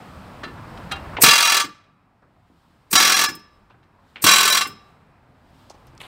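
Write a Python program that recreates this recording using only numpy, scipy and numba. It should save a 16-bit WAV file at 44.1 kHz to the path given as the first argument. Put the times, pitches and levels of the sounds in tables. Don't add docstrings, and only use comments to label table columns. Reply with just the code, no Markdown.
import sys
import numpy as np
from scipy import signal
from scipy.fft import rfft, irfft
from scipy.io import wavfile
from scipy.ndimage import uniform_filter1d
from numba import njit

SR = 44100
rng = np.random.default_rng(int(sys.argv[2]) if len(sys.argv) > 2 else 0)


def transcribe(u):
    v = np.clip(np.atleast_2d(u).T, -1, 1)
    q = np.round(v * 32767).astype(np.int16)
    wavfile.write(sys.argv[1], SR, q)


def natural_amplitude(level_db):
    exponent = np.asarray(level_db, float) / 20
    return 10 ** exponent


N = 267669
T = np.arange(N) / SR

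# hz, level_db (per Hz)
CLATTER = [(35, -49), (60, -26), (386, -5.5), (441, -14.5), (629, -11.5), (858, -31), (1140, 2),
           (1630, -1.5), (2780, -3.5), (3620, -4), (3960, 0), (4230, -2.5), (12000, -17), (15600, -62.5),
           (22000, -120)]
# hz, level_db (per Hz)
EXHAUST = [(240, -38.5), (400, -4), (785, -23.5), (2670, -10.5), (3110, -28), (4290, -11.5), (7230, -9),
           (8420, -0.5), (10900, -14), (12500, -4.5), (15500, -6)]
# start_s, peak_db, brightness_hz, contact_s
TAPS = [
    (0.4363, -26, 2720, 0.014),
    (0.776, -31.5, 2680, 0.0043),
    (0.9153, -20.5, 3100, 0.014),
    (1.841, -58, 3010, 0.02),
    (2.222, -65, 2970, 0.012),
    (3.7, -55.5, 2900, 0.01),
    (3.831, -56.5, 3000, 0.015),
]


def unit(x):
    return x / np.sqrt(np.mean(x ** 2))


def colour(x, table):
    hz, db = np.transpose(table)
    grid_hz = np.maximum(np.fft.rfftfreq(2048, 1 / SR), 1)
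    cepstrum = irfft(np.log(natural_amplitude(np.interp(np.log(grid_hz), np.log(hz), db))))
    cepstrum[1:1024] *= 2
    cepstrum[1025:] = 0
    response = irfft(np.exp(rfft(cepstrum)))
    return signal.fftconvolve(x, unit(response) / np.sqrt(len(response)))[:len(x)]


def ring(x, hz, t60_s):
    r = np.exp(-np.log(1000) / (t60_s * SR))
    w = 2 * np.pi * hz / SR
    gain = np.sqrt(2 * (1 - r * r))
    return gain * signal.lfilter([0, r * np.sin(w)], [1, -2 * r * np.cos(w), r * r], x)


def swells(start_s, level_db, rise_s, fall_s):
    out = np.zeros(N)
    for s, gain, up, down in np.broadcast(start_s, natural_amplitude(level_db), np.abs(rise_s), np.abs(fall_s)):
        near = slice(max(int((s - 10 * up) * SR), 0), int((s + 10 * down) * SR))
        late = T[near] - s
        out[near] += gain * np.exp(np.where(late < 0, late / up, -late / down))
    return out


def strikes(start_s, level_db, shape):
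    train = np.zeros(N)
    train[(np.asarray(start_s) * SR).astype(int)] = natural_amplitude(level_db)
    return signal.fftconvolve(train, shape)[:N]


def walk(rate_hz):
    hold = int(SR / rate_hz)
    steps = np.repeat(rng.standard_normal(N // hold + 1), hold)
    return uniform_filter1d(uniform_filter1d(steps, hold), hold)[:N]


def chatter(spread_db):
    return unit(rng.standard_normal(N) * natural_amplitude(spread_db * rng.exponential(size=N)))


@njit
def walls(x, lags, gain, damp):
    line, soft, out = np.zeros((8, 4096)), np.zeros(8), np.zeros(len(x))
    for i in range(len(x)):
        total = 0.
        for k in range(8):
            soft[k] += (1 - damp) * (gain[k] * line[k, (i - lags[k]) & 4095] - soft[k])
            total += soft[k]
        out[i] = soft[0] - soft[3] + soft[5] - soft[6]
        for k in range(8):
            line[k, i & 4095] = x[i] + soft[k] - total / 4
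    return out


def echo(x, shortest, longest, t60_s, damp):
    lags = rng.integers(shortest, longest, size=8)
    return walls(x + 1e-18, lags, natural_amplitude(-60 * lags / SR / t60_s), damp)


def yard():
    # hz, level_db (per Hz)
    traffic = [(25, -4), (90, 5), (250, -1.5), (450, -10.5), (1000, -6.5), (2000, -18), (3000, -22),
               (4700, -26), (6300, -37.5), (8000, -33.5), (10500, -41), (13500, -42.5), (15500, -44.5)]
    # time_s, rumble_db
    gain_control = [(0, -43.5), (.6, -42), (.78, -39.5), (1.15, -38.5), (1.25, -60), (2.02, -63),
                    (2.46, -61.5), (2.87, -59), (2.97, -60), (4.14, -59), (4.24, -54), (5.3, -57),
                    (5.62, -55), (6.07, -51)]
    # peak_s, level_db, rise_s, fall_s
    leak_events = [
        (.0, -1, .1, 0.9),
        (2.6, 5, .15, 0.43),
        (3.55, -1, 0.082, 0.11),
        (4.1, 7.5, 0.051, 0.11),
        (4.901, 1, 0.18, .06),
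        (5.601, 8, 0.11, 0.18),
    ]
    road_db, fine_db, coupling_leak_db = -2.5, -20, -29.5
    flicker_db, flicker_hz = 3.0, 11
    groups = np.zeros((3, N))
    hz_points, db_points = np.transpose(traffic)
    for hz in 30 * 2 ** np.arange(0, 9.2, 1 / 3):
        edges_hz = [hz / 1.123, min(hz * 1.123, 16500)]
        sos = signal.butter(2, edges_hz, "band", fs=SR, output="sos")
        band = signal.sosfilt(sos, rng.standard_normal(N))
        db = np.interp(np.log(hz), np.log(hz_points), db_points)
        db = db + flicker_db * min(700 / hz, 1) * walk(flicker_hz)
        groups[int(hz > 450) + int(hz > 2500)] += natural_amplitude(db) * band
    rumble, road, fine = map(unit, groups)
    leak = unit(colour(rng.standard_normal(N), EXHAUST))
    hiss = natural_amplitude(fine_db) * fine + natural_amplitude(coupling_leak_db) * leak
    leak_swells = 1 + swells(*np.transpose(leak_events))
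    gain = natural_amplitude(np.interp(T, *np.transpose(gain_control)))
    return gain * (rumble + natural_amplitude(road_db) * road + leak_swells * hiss)


def scuffs():
    # start_s, peak_db, centre_hz, fall_s
    scrapes = [(0.433, -31.5, 1480, 0.016), (0.578, -43, 1500, .01), (0.755, -47.5, 1300, 0.0033),
               (0.92, -27.5, 8300, 0.0043), (0.922, -32, 1250, 0.024), (1.058, -39, 1390, 0.012),
               (1.134, -39, 1400, 0.027), (1.168, -27, 2480, 0.022), (1.185, -24, 810, 0.018),
               (2.225, -53.5, 1270, .02), (3.702, -53, 1400, 0.021), (3.707, -54.5, 2600, 0.015),
               (3.743, -60, 1500, 0.0087), (4.159, -37.5, 2706, 0.021), (4.915, -61, 1990, 0.016),
               (5.062, -65, 1500, 0.012), (5.699, -42, 5960, 0.01), (5.704, -40.5, 987, 0.0055),
               (5.869, -47, 12030, 0.0015), (5.871, -59, 5530, 0.015), (5.952, -53.5, 7900, 0.00081),
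               (5.978, -43.5, 5966, 0.0025), (6.004, -36, 2910, 0.014), (6.035, -53, 1820, 0.024),
               (6.03, -45, 3520, 0.0485), (6.001, -51, 8660, 0.11)]
    # start_s, peak_db, fall_s
    thumps = [
        (0.462, -41, 0.047),
        (1.234, -15, 0.01),
        (1.639, -34.5, 0.016),
        (1.858, -62, 0.029),
        (2.25, -61, 0.022),
        (2.499, -56, 0.029),
        (2.929, -25, 0.022),
        (3.28, -37, 0.04),
        (4.239, -21, 0.016),
        (4.66, -39, 0.032),
    ]
    thump_hz = 300
    out, grit = np.zeros(N), chatter(3.3)
    for s, db, hz, fall_s in scrapes + [(s, db, thump_hz, fall_s) for s, db, fall_s in thumps]:
        near = slice(int((s - .01) * SR), int((s + 0.51) * SR))
        rub = (swells([s], db, .0007, fall_s) * grit)[near]
        scrape = ring(ring(rub, hz, 3 / hz), hz, 3 / hz)
        out[near] += natural_amplitude(9.0) * np.sqrt(hz / SR) * scrape
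    return out


def steel(force, spot, free_db):
    modes_hz = [307, 770, 945, 1165, 1300, 1354, 1526, 1755, 2190, 2320, 2466, 2756, 3192, 3343, 3940, 4107,
                4460, 4620, 4855, 5179, 5346, 5662, 6298, 6988, 7620, 8640, 9049, 10300, 14110, 15330]
    # first_spot_db, second_spot_db, third_spot_db, free_t60_s
    mode_rows = [(2, -11.5, -7, 0.2), (-1.5, -0.5, -1.5, 0.52), (6, 4, -1.5, 0.25), (14.5, 13.5, 17, 0.1),
                 (-6, 3.5, 1, 0.3), (7, 9.5, 9, 0.2), (-1.5, 6.5, 8.5, 0.18), (6, 5.5, 7.5, 0.17),
                 (-2.5, -2, 3, 0.3), (-4.5, 0.5, 1.5, 0.19), (1, -0.5, 9, 0.23), (9.5, 7, 9.5, 0.25),
                 (-7.5, -2, 5, 0.3), (9, 7, 9, 0.28), (10, 7.5, 16, 0.14), (-7, 4.5, -7, 0.28),
                 (2.5, -0.5, -1, 0.2), (3, 4, 5, 0.2), (6, 7.5, -2, 0.26), (-10.5, -3, 3, 0.69),
                 (-5, 1.5, -1, 0.23), (10.5, 13.5, 12, 0.17), (6, 5.5, -6.5, 0.26), (-14, -3, -2, 0.2),
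                 (6, 5, 11, 0.36), (-1.5, -4.5, -1, 0.19), (0, 1, 3, 0.25), (-5, -10, -0.5, 0.15),
                 (-6.5, 0.5, 4, 0.3), (-1.5, 1, -2, 0.15)]
    pressed_t60_s = .075
    out = 0
    for hz, row in zip(modes_hz, mode_rows):
        pressed = ring(force, hz, pressed_t60_s)
        free = ring(force, hz, row[-1])
        out = out + natural_amplitude(row[spot]) * (pressed + natural_amplitude(free_db) * free)
    return out


def taps():
    grit = chatter(1.5)
    force, bright = np.zeros(N), np.zeros(N)
    for s, db, hz, contact_s in TAPS:
        touch = swells([s], db, 0.0018, contact_s) * grit
        bright += touch * (hz / 6000) ** 2
        soften = signal.butter(2, np.clip(hz, 500, 15000), fs=SR, output="sos")
        force += signal.sosfilt(soften, touch)
    out = natural_amplitude(-1) * colour(force, CLATTER)
    out += natural_amplitude(-33) * steel(force, 0, free_db=-21)
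    return out + natural_amplitude(-18.5) * colour(bright, EXHAUST)


def clinks():
    # mode_hz, level_db, t60_s
    tip_modes = [(1300, -1, 0.19), (1760, -0.5, 0.19), (2740, -1.5, .11), (3300, -4, 0.073),
                 (4000, -8, 0.069), (4070, -2, 0.1), (4670, -11, .1)]
    # mode_hz, level_db, t60_s
    flank_modes = [(780, -7, 0.23), (1240, -3.5, 0.12), (1400, -1, .1), (2520, -6, 0.086), (2770, -4, .12),
                   (3200, -7, .17), (3850, -6.5, .14), (4118, -2, 0.062)]
    tip_db, flank_db = -31.5, -22.5
    out = np.zeros(N)
    for s, db, modes in ((TAPS[0][0], tip_db, tip_modes), (TAPS[2][0], flank_db, flank_modes)):
        late = np.maximum(T - s, 0)
        onset = 1 - np.exp(-late / .004)
        top_db = max(row[1] for row in modes)
        for hz, mode_db, t60_s in modes:
            decay = natural_amplitude(db + mode_db - top_db - 60 * late / t60_s)
            out += decay * onset * np.sin(2 * np.pi * hz * late)
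    return out


def valve():
    # start_s, level_db, rise_s, fall_s
    breaths = [
        (1.222, -4.5, .004, .02),
        (1.2341, -9, .0004, 0.0051),
        (1.646, -40, .001, 0.0088),
        (2.9136, -23.5, .0025, 0.035),
        (3.29, -37.5, .002, 0.014),
        (3.352, -35.5, .0007, .007),
        (4.2231, -22, .002, .03),
        (4.673, -34.5, 0.002, .012),
    ]
    return colour(swells(*np.transpose(breaths)) * rng.standard_normal(N), EXHAUST)


def free_bit():
    # mode_hz, t60_s, first_pull_db, second_pull_db, third_pull_db
    bit_modes = [(5180, 0.3, -40, -25.5, -29), (14290, 0.15, -40, -46, -43.5),
                 (1180, 0.21, -22.5, -26, -20.5), (3900, 0.84, -68, -57.5, -51.5),
                 (2736, 0.9, -65.5, -58, -49), (5189, 0.77, -62.5, -54.5, -63), (1852, 0.17, -41, -55, -42),
                 (1172, 0.74, -45.5, -43, -42.5)]
    lifts_s = [
        1.606,
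        3.258,
        4.618,
    ]
    wobble = natural_amplitude(2.5 * walk(40))
    out = np.zeros(N)
    for hz, t60_s, *levels_db in bit_modes:
        tone = np.sin(2 * np.pi * hz * T) * wobble
        for s, db in zip(lifts_s, levels_db):
            late = np.maximum(T - s, 0)
            out += natural_amplitude(db) * (1 - np.exp(-late / 0.0042)) * natural_amplitude(-60 * late / t60_s) * tone
    return out


def blows(first_s, start_s, stop_s, last_s, first_db, last_db, puff_kick_db, thud_kick_db, puff_db, thud_db):
    stroke_s, jitter_s, scatter_db = .0235, .0002, .5
    run_db, sag_db_per_s = -1.5, 9.5
    surge_db, surge_s = 5, .05
    puff_settle_s, thud_settle_s, last_puff_db = .03, 0.017, -24
    run = np.linspace(start_s, stop_s, round((stop_s - start_s) / stroke_s) + 1)
    chance = rng.standard_normal((4, len(run) + 2))
    s = np.r_[first_s, run + jitter_s * chance[0, 2:], last_s]
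    age = s - first_s
    run_peak = run_db - sag_db_per_s * (run - start_s)
    run_peak += surge_db * np.exp((start_s - run) / surge_s) + scatter_db * chance[1, 2:]
    peak = np.r_[first_db, run_peak, last_db]
    puff = puff_db + puff_kick_db * np.exp(-age / puff_settle_s) + scatter_db * chance[2]
    puff[-1] = last_db + last_puff_db
    thud = thud_db + thud_kick_db * np.exp(-age / thud_settle_s) + scatter_db * chance[3]
    return s, peak, puff, thud


def chisel():
    # first_blow_s, run_start_s, run_stop_s, last_blow_s
    bursts = [
        (1.2352, 1.2605, 1.5664, 1.5968),
        (2.9284, 2.9530, 3.2364, 3.2874),
        (4.2400, 4.2635, 4.5700, 4.6084),
    ]
    # first_blow_db, last_blow_db, puff_surplus_db, thud_surplus_db, settled_puff_db
    pulls = [
        (5.5, -5, 3.5, 7.5, -21.5),
        (-5, -20.5, 8.5, 3, -22),
        (-2.5, -7, 8, 7, -20),
    ]
    grip_thuds_db = [-35, -33.5, -36.5]
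    # mode_hz, t60_s
    panels = [(125, .08), (300, .025), (530, .04)]
    out, t = np.zeros(N), T[:SR // 10]
    bounce = (1 - np.exp(-t / 0.0079)) * np.exp(-t / 0.011) * 1.274
    recoil = t / 0.00019 * np.exp(-t / 0.00021) - .5 * t / 0.0047 * np.exp(-t / 0.00067)
    quick = signal.butter(2, 700, "high", fs=SR, output="sos")
    for spot, (times, pull) in enumerate(zip(bursts, pulls)):
        s, peak_db, puff_db, thud_db = blows(*times, *pull, grip_thuds_db[spot])
        habit = strikes(s, peak_db, bounce * chatter(1.0)[:len(t)])
        fresh = signal.sosfilt(quick, strikes(s, peak_db, bounce) * chatter(1.0))
        out += natural_amplitude(-6) * colour(.65 * habit + .78 * fresh, CLATTER)

        knock = signal.sosfilt(quick, strikes(s + .001, peak_db + 16, np.exp(-t / .00002)))
        force = 0.76 * fresh + .75 * signal.sosfilt(quick, habit) - .75 * knock
        out += natural_amplitude(-30) * steel(force, spot, free_db=-19)

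        puff = swells(s + .001, puff_db + 2, 0.00064, 0.0093)
        out += colour(puff * rng.standard_normal(N), EXHAUST)

        thud = strikes(s, thud_db + 16.5, recoil)
        out += natural_amplitude(-11) * thud + natural_amplitude(-24.0) * sum(ring(thud, hz, t60_s) for hz, t60_s in panels)
    return out


def scene():
    near = scuffs() + taps() + clinks() + valve() + free_bit() + chisel()
    near = signal.sosfilt(signal.butter(3, 85, "high", fs=SR, output="sos"), near)
    arch = echo(near, 300, 2400, t60_s=0.19, damp=0.74)
    sheds = echo(near, 1800, 4000, t60_s=0.83, damp=0.54)
    return (near + natural_amplitude(-0.5) * arch + natural_amplitude(-27) * sheds + yard())[None]


def thin_to_tones(x, s, size=1400):
    near = slice(int(s * SR) - size // 2, int(s * SR) + size // 2)
    fade = np.hanning(size)
    lines = rfft(x[near] * fade)
    tones = np.zeros_like(lines)
    edges = np.cumsum(np.arange(11, 48)) - 11
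    for lo, hi in zip(edges[1:-1], edges[2:]):
        if hi < len(lines):
            k = lo + np.argmax(np.abs(lines[lo:hi]))
            phase = lines[k] / np.abs(lines[k])
            tilt = natural_amplitude(7.0 - 12 * lo / len(lines))
            tones[k] = phase * np.linalg.norm(lines[lo:hi]) * tilt
    change = np.zeros(N)
    change[near] = fade * (irfft(tones, size) - x[near])
    return change


def band_limit(x):
    return signal.sosfilt(signal.butter(12, 15690, fs=SR, output="sos"), x)


def record(dry):
    # centre_s, depth (0-1)
    thinned = [
        (1.445, .75),
        (1.488, .75),
        (2.982, .95),
        (3.149, .75),
        (3.278, .8),
        (4.515, .8),
    ]
    heard = np.clip(dry[0], -.97, .97)
    heard = heard + sum(depth * thin_to_tones(heard, s) for s, depth in thinned)
    top_cut = signal.ellip(10, .2, 60, 15780, fs=SR, output="sos")
    mix = signal.sosfilt(top_cut, heard)[None]
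    return band_limit(mix)


dry = scene()
out = record(dry)
transcribe(out)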